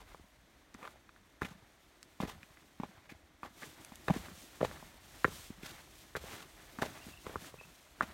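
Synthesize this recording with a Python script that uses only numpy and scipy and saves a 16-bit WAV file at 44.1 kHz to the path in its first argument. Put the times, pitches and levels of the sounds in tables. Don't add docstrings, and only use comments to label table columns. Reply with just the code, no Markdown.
import sys
import numpy as np
from scipy import signal
from scipy.fft import rfft, irfft, next_fast_len
from scipy.io import wavfile
from scipy.ndimage import map_coordinates

SR = 44100
rng = np.random.default_rng(int(sys.argv[2]) if len(sys.argv) > 2 else 0)


def to_wav(s):
    ch = np.atleast_2d(s).T
    pcm = np.round(np.clip(ch, -1, 1) * 32767)
    wavfile.write(sys.argv[1], SR, pcm.astype(np.int16))


N = 358533
TIME = np.arange(N) / SR

# (time [s], level [dB])
WIND_RIDE = [(0, -71), (0.5, -77.5), (3.3, -80), (4.2, -72.5), (5.6, -71.5), (6.3, -72.5), (6.9, -70),
             (7.85, -75.5), (8.13, -74)]
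# (time [s], level [dB])
RUB_RIDE = [(0, -72.5), (1.2, -75.5), (2.5, -69.5), (3.35, -76), (3.75, -63.5), (4.6, -66), (5.55, -68),
            (6.7, -63), (7.5, -66), (7.93, -75), (8.13, -67)]
# (centre [s], length [s], thread hiss [dB], fold crinkle [dB])
SWISH_CUES = [(0.118, 0.085, -67.5, -66), (0.868, 0.12, -68, -66.5), (2.99, 0.11, -95, -68.5),
              (3.644, 0.11, -58, -63), (3.84, 0.098, -66, -67), (4.198, 0.19, -57.5, -61),
              (4.418, 0.12, -58.5, -82), (4.71, 0.33, -61, -63), (5.17, 0.19, -61, -68),
              (5.38, 0.16, -54, -64.5), (5.735, 0.17, -60, -62.5), (5.988, 0.12, -61, -69),
              (6.31, 0.14, -55, -57.5), (6.64, 0.12, -72, -67.5), (6.9, 0.15, -59, -57.5),
              (7.071, 0.086, -58, -64.5), (7.286, 0.14, -61, -68), (7.453, 0.072, -55.5, -56.5),
              (7.739, 0.31, -66, -75), (8.07, 0.15, -63.5, -61.5)]
# (time [s], length [s], rasp [dB], stone pitch [Hz], sand hiss [dB])
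SCUFF_CUES = [(0.0, 0.028, -54.5, 1000, -63), (0.785, 0.04, -55.5, 670, -77),
              (0.823, 0.064, -52.5, 1240, -72), (1.412, 0.032, -48, 1120, -58.5),
              (1.446, 0.019, -47.5, 2430, -53.5), (1.458, 0.081, -61, 1710, -65.5),
              (2.204, 0.01, -42.5, 3400, -47), (2.21, 0.048, -45, 645, -58.5),
              (2.271, 0.052, -50, 1160, -53.5), (2.801, 0.014, -53, 880, -72),
              (2.828, 0.035, -54.5, 690, -71), (3.09, 0.035, -54, 2440, -61.5),
              (3.435, 0.038, -49.5, 1120, -62), (3.615, 0.032, -50.5, 1720, -60),
              (4.079, 0.041, -41.5, 690, -66), (4.131, 0.049, -46.5, 700, -55.5),
              (4.606, 0.029, -44.5, 600, -71), (4.641, 0.026, -42.5, 940, -49.5),
              (5.258, 0.022, -53, 1820, -66), (5.623, 0.099, -56, 2140, -53.5),
              (6.155, 0.014, -41.5, 1650, -57), (6.163, 0.0084, -46, 1460, -43),
              (6.29, 0.15, -55.5, 3700, -59.5), (6.783, 0.014, -45, 880, -57),
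              (6.816, 0.024, -37, 654, -47), (6.842, 0.031, -51, 665, -55), (7.252, 0.098, -53.5, 900, -75),
              (8.009, 0.012, -39.5, 696, -63), (8.021, 0.015, -41.5, 1400, -50)]
# (time [s], knock [dB], knock pitch [Hz], thud [dB], thud pitch [Hz], crack [dB])
STEP_CUES = [(0.146, -38.5, 1020, -46, 433, -51), (0.196, -57, 1010, -47.5, 302, -67),
             (0.747, -42, 1220, -40, 254, -44), (0.829, -35.5, 1240, -58, 460, -43),
             (0.852, -36, 1200, -64, 480, -42), (0.876, -33.5, 1210, -64, 480, -41),
             (0.957, -48, 740, -61, 400, -69), (1.092, -42, 1360, -76, 330, -51),
             (1.162, -46.5, 1490, -69, 332, -62), (1.4185, -20, 1480, -26.5, 314, -39),
             (1.431, -46, 1940, -40, 170, -35.5), (1.449, -37, 2240, -36, 270, -41),
             (2.202, -25.5, 910, -28.5, 216, -40), (2.233, -43, 1080, -22.5, 297, -58),
             (2.2503, -40, 1190, -34, 278, -43), (2.431, -42.5, 1580, -55.5, 188, -44),
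             (2.572, -45, 1867, -67, 320, -49), (2.799, -36, 960, -29, 230, -43),
             (2.834, -27, 900, -32, 282, -37.5), (3.121, -47, 1590, -40.5, 283, -45),
             (3.4315, -29, 1080, -42.5, 324, -39), (3.632, -31, 1760, -46, 260, -44),
             (3.920, -40.5, 855, -42, 228, -53), (4.083, -19, 1500, -23, 378, -28.5),
             (4.099, -20.5, 710, -23, 217, -45), (4.105, -23, 850, -18, 205, -34),
             (4.162, -38, 1090, -25, 263, -44), (4.284, -39.5, 1260, -42, 294, -59),
             (4.607, -33, 790, -29.5, 423, -54), (4.613, -27.5, 1130, -23.5, 420, -42),
             (4.629, -15.5, 516, -21.5, 388, -35), (4.648, -25.5, 940, -24.5, 436, -33),
             (4.713, -36, 1320, -42, 454, -45), (4.826, -39.5, 820, -49, 210, -64),
             (5.2449, -8, 1420, -32, 390, -36), (5.2486, -13, 1600, -17, 390, -30.5),
             (5.279, -38, 900, -30.5, 368, -56), (5.503, -59, 1150, -34, 253, -54),
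             (5.6322, -55, 1440, -37, 310, -42.5), (6.152, -24.5, 1510, -30.5, 420, -55),
             (6.167, -30, 1590, -29, 408, -28), (6.239, -44, 1390, -37.5, 430, -47),
             (6.787, -30.5, 1370, -33.5, 240, -47), (6.822, -24, 1580, -24.5, 353, -55),
             (6.830, -24.5, 930, -32, 222, -37), (7.066, -59, 1440, -40.5, 212, -64),
             (7.2661, -31, 1150, -31, 373, -40), (7.295, -50, 1350, -37, 380, -57),
             (7.3572, -23, 1170, -30.5, 387, -49), (7.541, -45, 1030, -40, 453, -64),
             (7.611, -45, 890, -46.5, 457, -50), (8.0084, -11.5, 1340, -33, 287, -34),
             (8.031, -34, 1360, -34.5, 223, -34.5)]
# (time [s], level [dB])
SNAP_CUES = [(0.743, -39), (2.029, -28.5), (3.8482, -28.5), (3.9568, -30)]
# (time [s], length [s], pitch [Hz], level [dB])
BIRD_CUES = [(6.98, 0.032, 2560, -60), (7.004, .04, 2750, -57), (7.119, 0.024, 2633, -53.5),
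             (7.156, 0.036, 2780, -59), (7.573, 0.05, 2497, -55), (7.618, 0.035, 2630, -59)]

# (pitch [Hz], bandwidth [Hz], gain [dB])
HOLLOW_MODES = [(198, 52, -11), (510, 53, -7.5), (670, 60, -10), (1070, 270, -6), (1700, 80, -11),
                (1820, 100, -10), (2310, 45, -16), (3260, 180, 4)]

# (frequency [Hz], relative gain [dB])
LEAVES_EQ = [(120, 3.5), (200, 4), (310, 9), (450, -0.5), (650, 3), (900, -1), (1400, -1), (2050, 0),
             (2800, -8.5), (3600, -5), (5000, -16.5), (6000, -11), (9000, -30)]
WIND_EQ = [(20, -33), (35, -4.5), (55, -3), (85, -7.5), (130, -17), (250, -43.5)]
THREADS_EQ = [(1500, -11), (2400, 1), (3400, 3.5), (4900, 0), (6000, 1), (9300, -1.5), (10600, -5.5),
              (11800, -3), (16000, -8)]
RUSTLE_EQ = [(350, -13), (600, 2), (900, -1), (1400, -1.5), (2100, -2), (2800, -9.5), (4500, -14)]
PACK_EQ = [(70, -8), (130, 0.5), (200, -4), (330, 1.5), (500, -11), (800, -28)]
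RASP_EQ = [(150, 1), (350, 3), (700, 3), (1200, -0.5), (1900, -1.5), (2800, -9.5), (3800, -12.5),
           (5000, -38)]
SAND_EQ = [(1500, -3.5), (2500, 2.5), (3600, 4.5), (4900, -1), (6200, 0), (9000, -5.5), (10700, -7.5),
           (12000, -6.5), (16000, -12)]
CRACK_EQ = [(1200, -15), (2000, 5), (2500, 7), (2950, -21), (3600, -1.5), (4800, -15.5), (6500, -19.5),
            (10000, -28), (16000, -24)]
BODY_EQ = [(30, -9), (55, 15), (90, 8), (180, -10.5), (300, -6), (500, -16)]


def from_db(db):
    return 10 ** (np.asarray(db) / 20)


def unit_rms(x):
    return x / np.sqrt(np.mean(x ** 2) + 1e-20)


def fader(ride):
    return np.interp(TIME, *np.transpose(ride))


def add(out, start, sound):
    at = int(np.clip(round(start * SR), 0, N - 1))
    out[at:at + len(sound)] += sound[:N - at]


def band(x, low_hz, high_hz):
    return signal.sosfilt(signal.butter(2, [low_hz, high_hz], "band", fs=SR, output="sos"), x)


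def colour(x, eq):
    hz, db = np.transpose(eq)
    size = next_fast_len(N)
    log_hz = np.log(np.maximum(np.fft.rfftfreq(size, 1 / SR), 1))
    curve_hz = np.r_[hz[0] / 2, hz, hz[-1] * 2]
    curve_db = np.r_[db[0] - 20, db, db[-1] - 40]
    gain = from_db(np.interp(log_hz, np.log(curve_hz), curve_db))
    return unit_rms(irfft(rfft(x, size) * gain, size)[:N])


def drift(rate):
    knots = rng.standard_normal(N // 20)
    return unit_rms(map_coordinates(knots, [TIME * rate + 2], order=1, mode="wrap"))


def grains(per_s, spread_db):
    sizes = from_db(spread_db * np.minimum(rng.exponential(1, N), 4)) * rng.choice([-1, 1], N)
    return unit_rms(sizes * (rng.random(N) < per_s / SR))


def ring(x, hz, width_hz):
    r = np.exp(-np.pi * width_hz / SR)
    poles = [1, -2 * r * np.cos(2 * np.pi * hz / SR), r * r]
    return signal.lfilter(np.array([1, 0, -1]) * (1 - r * r) / 2, poles, x)


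def hit(hz, phase, rise_cycles, steepness=1.6):
    cycles = TIME[:SR // 20] * hz
    age = cycles / rise_cycles
    envelope = (age * np.exp(1 - age)) ** steepness
    return envelope * np.cos(2 * np.pi * (cycles - rise_cycles) + phase)


def forest(level_db=-68.0, breeze_db=0.5):
    return from_db(level_db + breeze_db * drift(3.23)) * colour(rng.standard_normal(N), LEAVES_EQ)


def wind(trim_db=6.0, buffet_db=1.5):
    level_db = fader(WIND_RIDE) + trim_db + buffet_db * drift(27)
    return from_db(level_db) * colour(rng.standard_normal(N), WIND_EQ)


def clothing(folds_db=2.5, pack_db=-1.0, swell_shape=2.7):
    rub_db = fader(RUB_RIDE)
    hiss_power = from_db(rub_db) ** 2
    crinkle_power = from_db(-66.5 + 0.94 * (rub_db - rub_db.max())) ** 2
    for centre, length, hiss_db, crinkle_db in SWISH_CUES:
        distance = np.abs(2 * (TIME - centre) / length)
        swell = np.exp2(-np.minimum(distance ** swell_shape, 20))
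        hiss_power += swell * from_db(hiss_db) ** 2
        crinkle_power += swell * from_db(crinkle_db) ** 2
    threads = from_db(0.99 * drift(70)) * colour(grains(11000, 1.8), THREADS_EQ)
    folds = from_db(folds_db + 2.0 * drift(50)) * colour(grains(4000, 1.66), RUSTLE_EQ)
    pack = from_db(pack_db + 3.0 * drift(35)) * colour(grains(1200, 1.73), PACK_EQ)
    return np.sqrt(hiss_power) * threads + np.sqrt(crinkle_power) * (folds + pack)


def scuffs(slip_db=-3.0, ring_db=-4.0, attack_share=0.084, release_s=0.0095, sag=75, judder_db=2.5):
    rasp, sand, t = np.zeros(N), np.zeros(N), TIME[:SR // 4]
    catches = colour(grains(per_s=1000, spread_db=1.86), RASP_EQ)
    for start, length, rasp_db, stone_hz, sand_db in SCUFF_CUES:
        attack = 1 - np.exp(-t / (attack_share * length))
        release = np.exp(-np.maximum(t - length + release_s, 0) / release_s)
        pressure = attack * release
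        slips = np.roll(catches, -int(start * SR))[:len(t)]
        stone = unit_rms(ring(slips, stone_hz, width_hz=260 + stone_hz / 10))
        slowing_time = np.cumsum(np.exp2(-sag * length * t)) / SR
        sinking_ring = np.interp(slowing_time, t, stone)
        scrape = from_db(slip_db) * slips + from_db(ring_db) * sinking_ring
        add(rasp, start, from_db(rasp_db) * pressure * scrape)
        add(sand, start, from_db(sand_db) * pressure)
    sand *= colour(grains(8000, 2.3), SAND_EQ)
    return (rasp + sand) * from_db(judder_db * drift(180))


def footfalls(knock_trim_db=-3.0, thud_trim_db=-2.5, weight_trim_db=-12.0, weight_hz=125):
    out = np.zeros(N)
    phases = rng.normal(0, 0.95, (len(STEP_CUES), 3))
    for (start, knock_db, knock_hz, thud_db, thud_hz, _), phase in zip(STEP_CUES, phases):
        knock = hit(knock_hz, phase[0], rise_cycles=1.117, steepness=3.5)
        thud = hit(thud_hz, phase[1] + np.pi / 2, rise_cycles=0.63, steepness=1.97)
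        weight = hit(weight_hz, phase[2] + np.pi, rise_cycles=0.64)
        add(out, start, from_db(knock_db + knock_trim_db) * knock)
        add(out, start, from_db(thud_db + thud_trim_db) * thud)
        add(out, start, from_db(thud_db + weight_trim_db) * weight)
    return out


def hollow_ring(knocks):
    return sum(from_db(db) * ring(knocks, hz, width_hz) for hz, width_hz, db in HOLLOW_MODES)


def grit_cracks(crack_trim_db=-4.5, crack_t60=0.017, spray_trim_db=-19.0, spray_t60=0.012):
    crack, spray, t = np.zeros(N), np.zeros(N), TIME[:SR // 10]
    for start, *_, db in STEP_CUES:
        add(crack, start, from_db(db + crack_trim_db - 60 * t / crack_t60))
        add(spray, start, from_db(db + spray_trim_db - 60 * t / spray_t60))
    return crack * colour(grains(20000, 1.0), CRACK_EQ) + spray * colour(grains(9200, 2.9), SAND_EQ)


def thud_envelope(heaviest_db, t60, tracking):
    power, t = np.zeros(N), TIME[:SR]
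    top_db = max(row[3] for row in STEP_CUES)
    for start, _, _, thud_db, *_ in STEP_CUES:
        onset_db = heaviest_db + tracking * (thud_db - top_db)
        add(power, start, from_db(onset_db - 60 * t / t60) ** 2)
    return np.sqrt(power)


def dirt_trickle(sand_db=-4.5):
    dirt = colour(grains(1500, 1.3), RUSTLE_EQ)
    sand = from_db(sand_db) * colour(grains(6100, 3.4), SAND_EQ)
    return thud_envelope(heaviest_db=-56.0, t60=0.72, tracking=0.61) * (dirt + sand)


def body_jolts():
    rumble = colour(rng.standard_normal(N), BODY_EQ)
    return thud_envelope(heaviest_db=-41.5, t60=0.3, tracking=1.0) * rumble


def loose_stones(count=3, soonest_s=0.025, scatter_s=0.1, tracking=0.43, fade_db_per_s=35):
    out = np.zeros(N)
    top_db = max(row[3] for row in STEP_CUES)
    for (start, _, _, thud_db, *_), stones in zip(STEP_CUES, rng.random((len(STEP_CUES), count, 3))):
        for lateness, tuning, turn in stones:
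            wait = soonest_s - scatter_s * np.log(1 - lateness)
            gain = from_db(tracking * (thud_db - top_db) - fade_db_per_s * wait)
            detune = 2 ** (0.82 * (2 * tuning - 1))
            phase = 2 * np.pi * turn
            clack = from_db(-49.5) * hit(1100 * detune, phase, rise_cycles=1.35)
            bump = from_db(-44.5) * hit(120 * detune, phase, rise_cycles=0.72)
            add(out, start + wait, gain * (clack + bump))
    return out


def snaps(t60=0.0059, trim_db=-5.0):
    out, t = np.zeros(N), TIME[:SR // 50]
    for start, db in SNAP_CUES:
        add(out, start, from_db(db + trim_db - 60 * t / t60) * rng.standard_normal(len(t)))
    return band(out, 1340, 9300)


def bird(trim_db=-1.0, arch=0.057, waver=0.025):
    out = np.zeros(N)
    for start, length, hz, db in BIRD_CUES:
        swell = np.sin(np.pi * np.linspace(0, 1, int(length * SR)))
        pitch = hz * (1 + arch * (swell - 0.9) + waver * drift(430)[:len(swell)])
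        whistle = np.sin(2 * np.pi * np.cumsum(pitch) / SR)
        add(out, start, from_db(db + trim_db) * swell ** 2 * whistle)
    return out + trail_echo(out, near_db=-2.5, far_db=-7.0)


def trail_echo(x, near_db=-11.5, near_t60=0.034, far_db=-29.0, far_t60=0.66, predelay_s=0.003):
    out, t = np.zeros(N), TIME[:SR // 2]
    for send_db, t60 in [(near_db, near_t60), (far_db, far_t60)]:
        decay = from_db(-60 * t / t60) * (t > predelay_s)
        scatter = band(rng.standard_normal(len(t)), 70, 4100) * decay
        scatter *= from_db(send_db) / np.sqrt(np.sum(scatter ** 2))
        out += signal.fftconvolve(x, scatter)[:N]
    return out / 2


def scene():
    knocks = footfalls() + loose_stones()
    boots = knocks + hollow_ring(knocks) + grit_cracks() + scuffs() + snaps()
    hiker = boots + trail_echo(boots) + dirt_trickle() + body_jolts() + clothing()
    return (hiker + wind() + forest() + bird())[None]


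def record(dry, cutoff_hz=15900):
    return signal.sosfilt(signal.ellip(12, 0.1, 80, cutoff_hz, fs=SR, output="sos"), dry)


dry = scene()
out = record(dry)
to_wav(out)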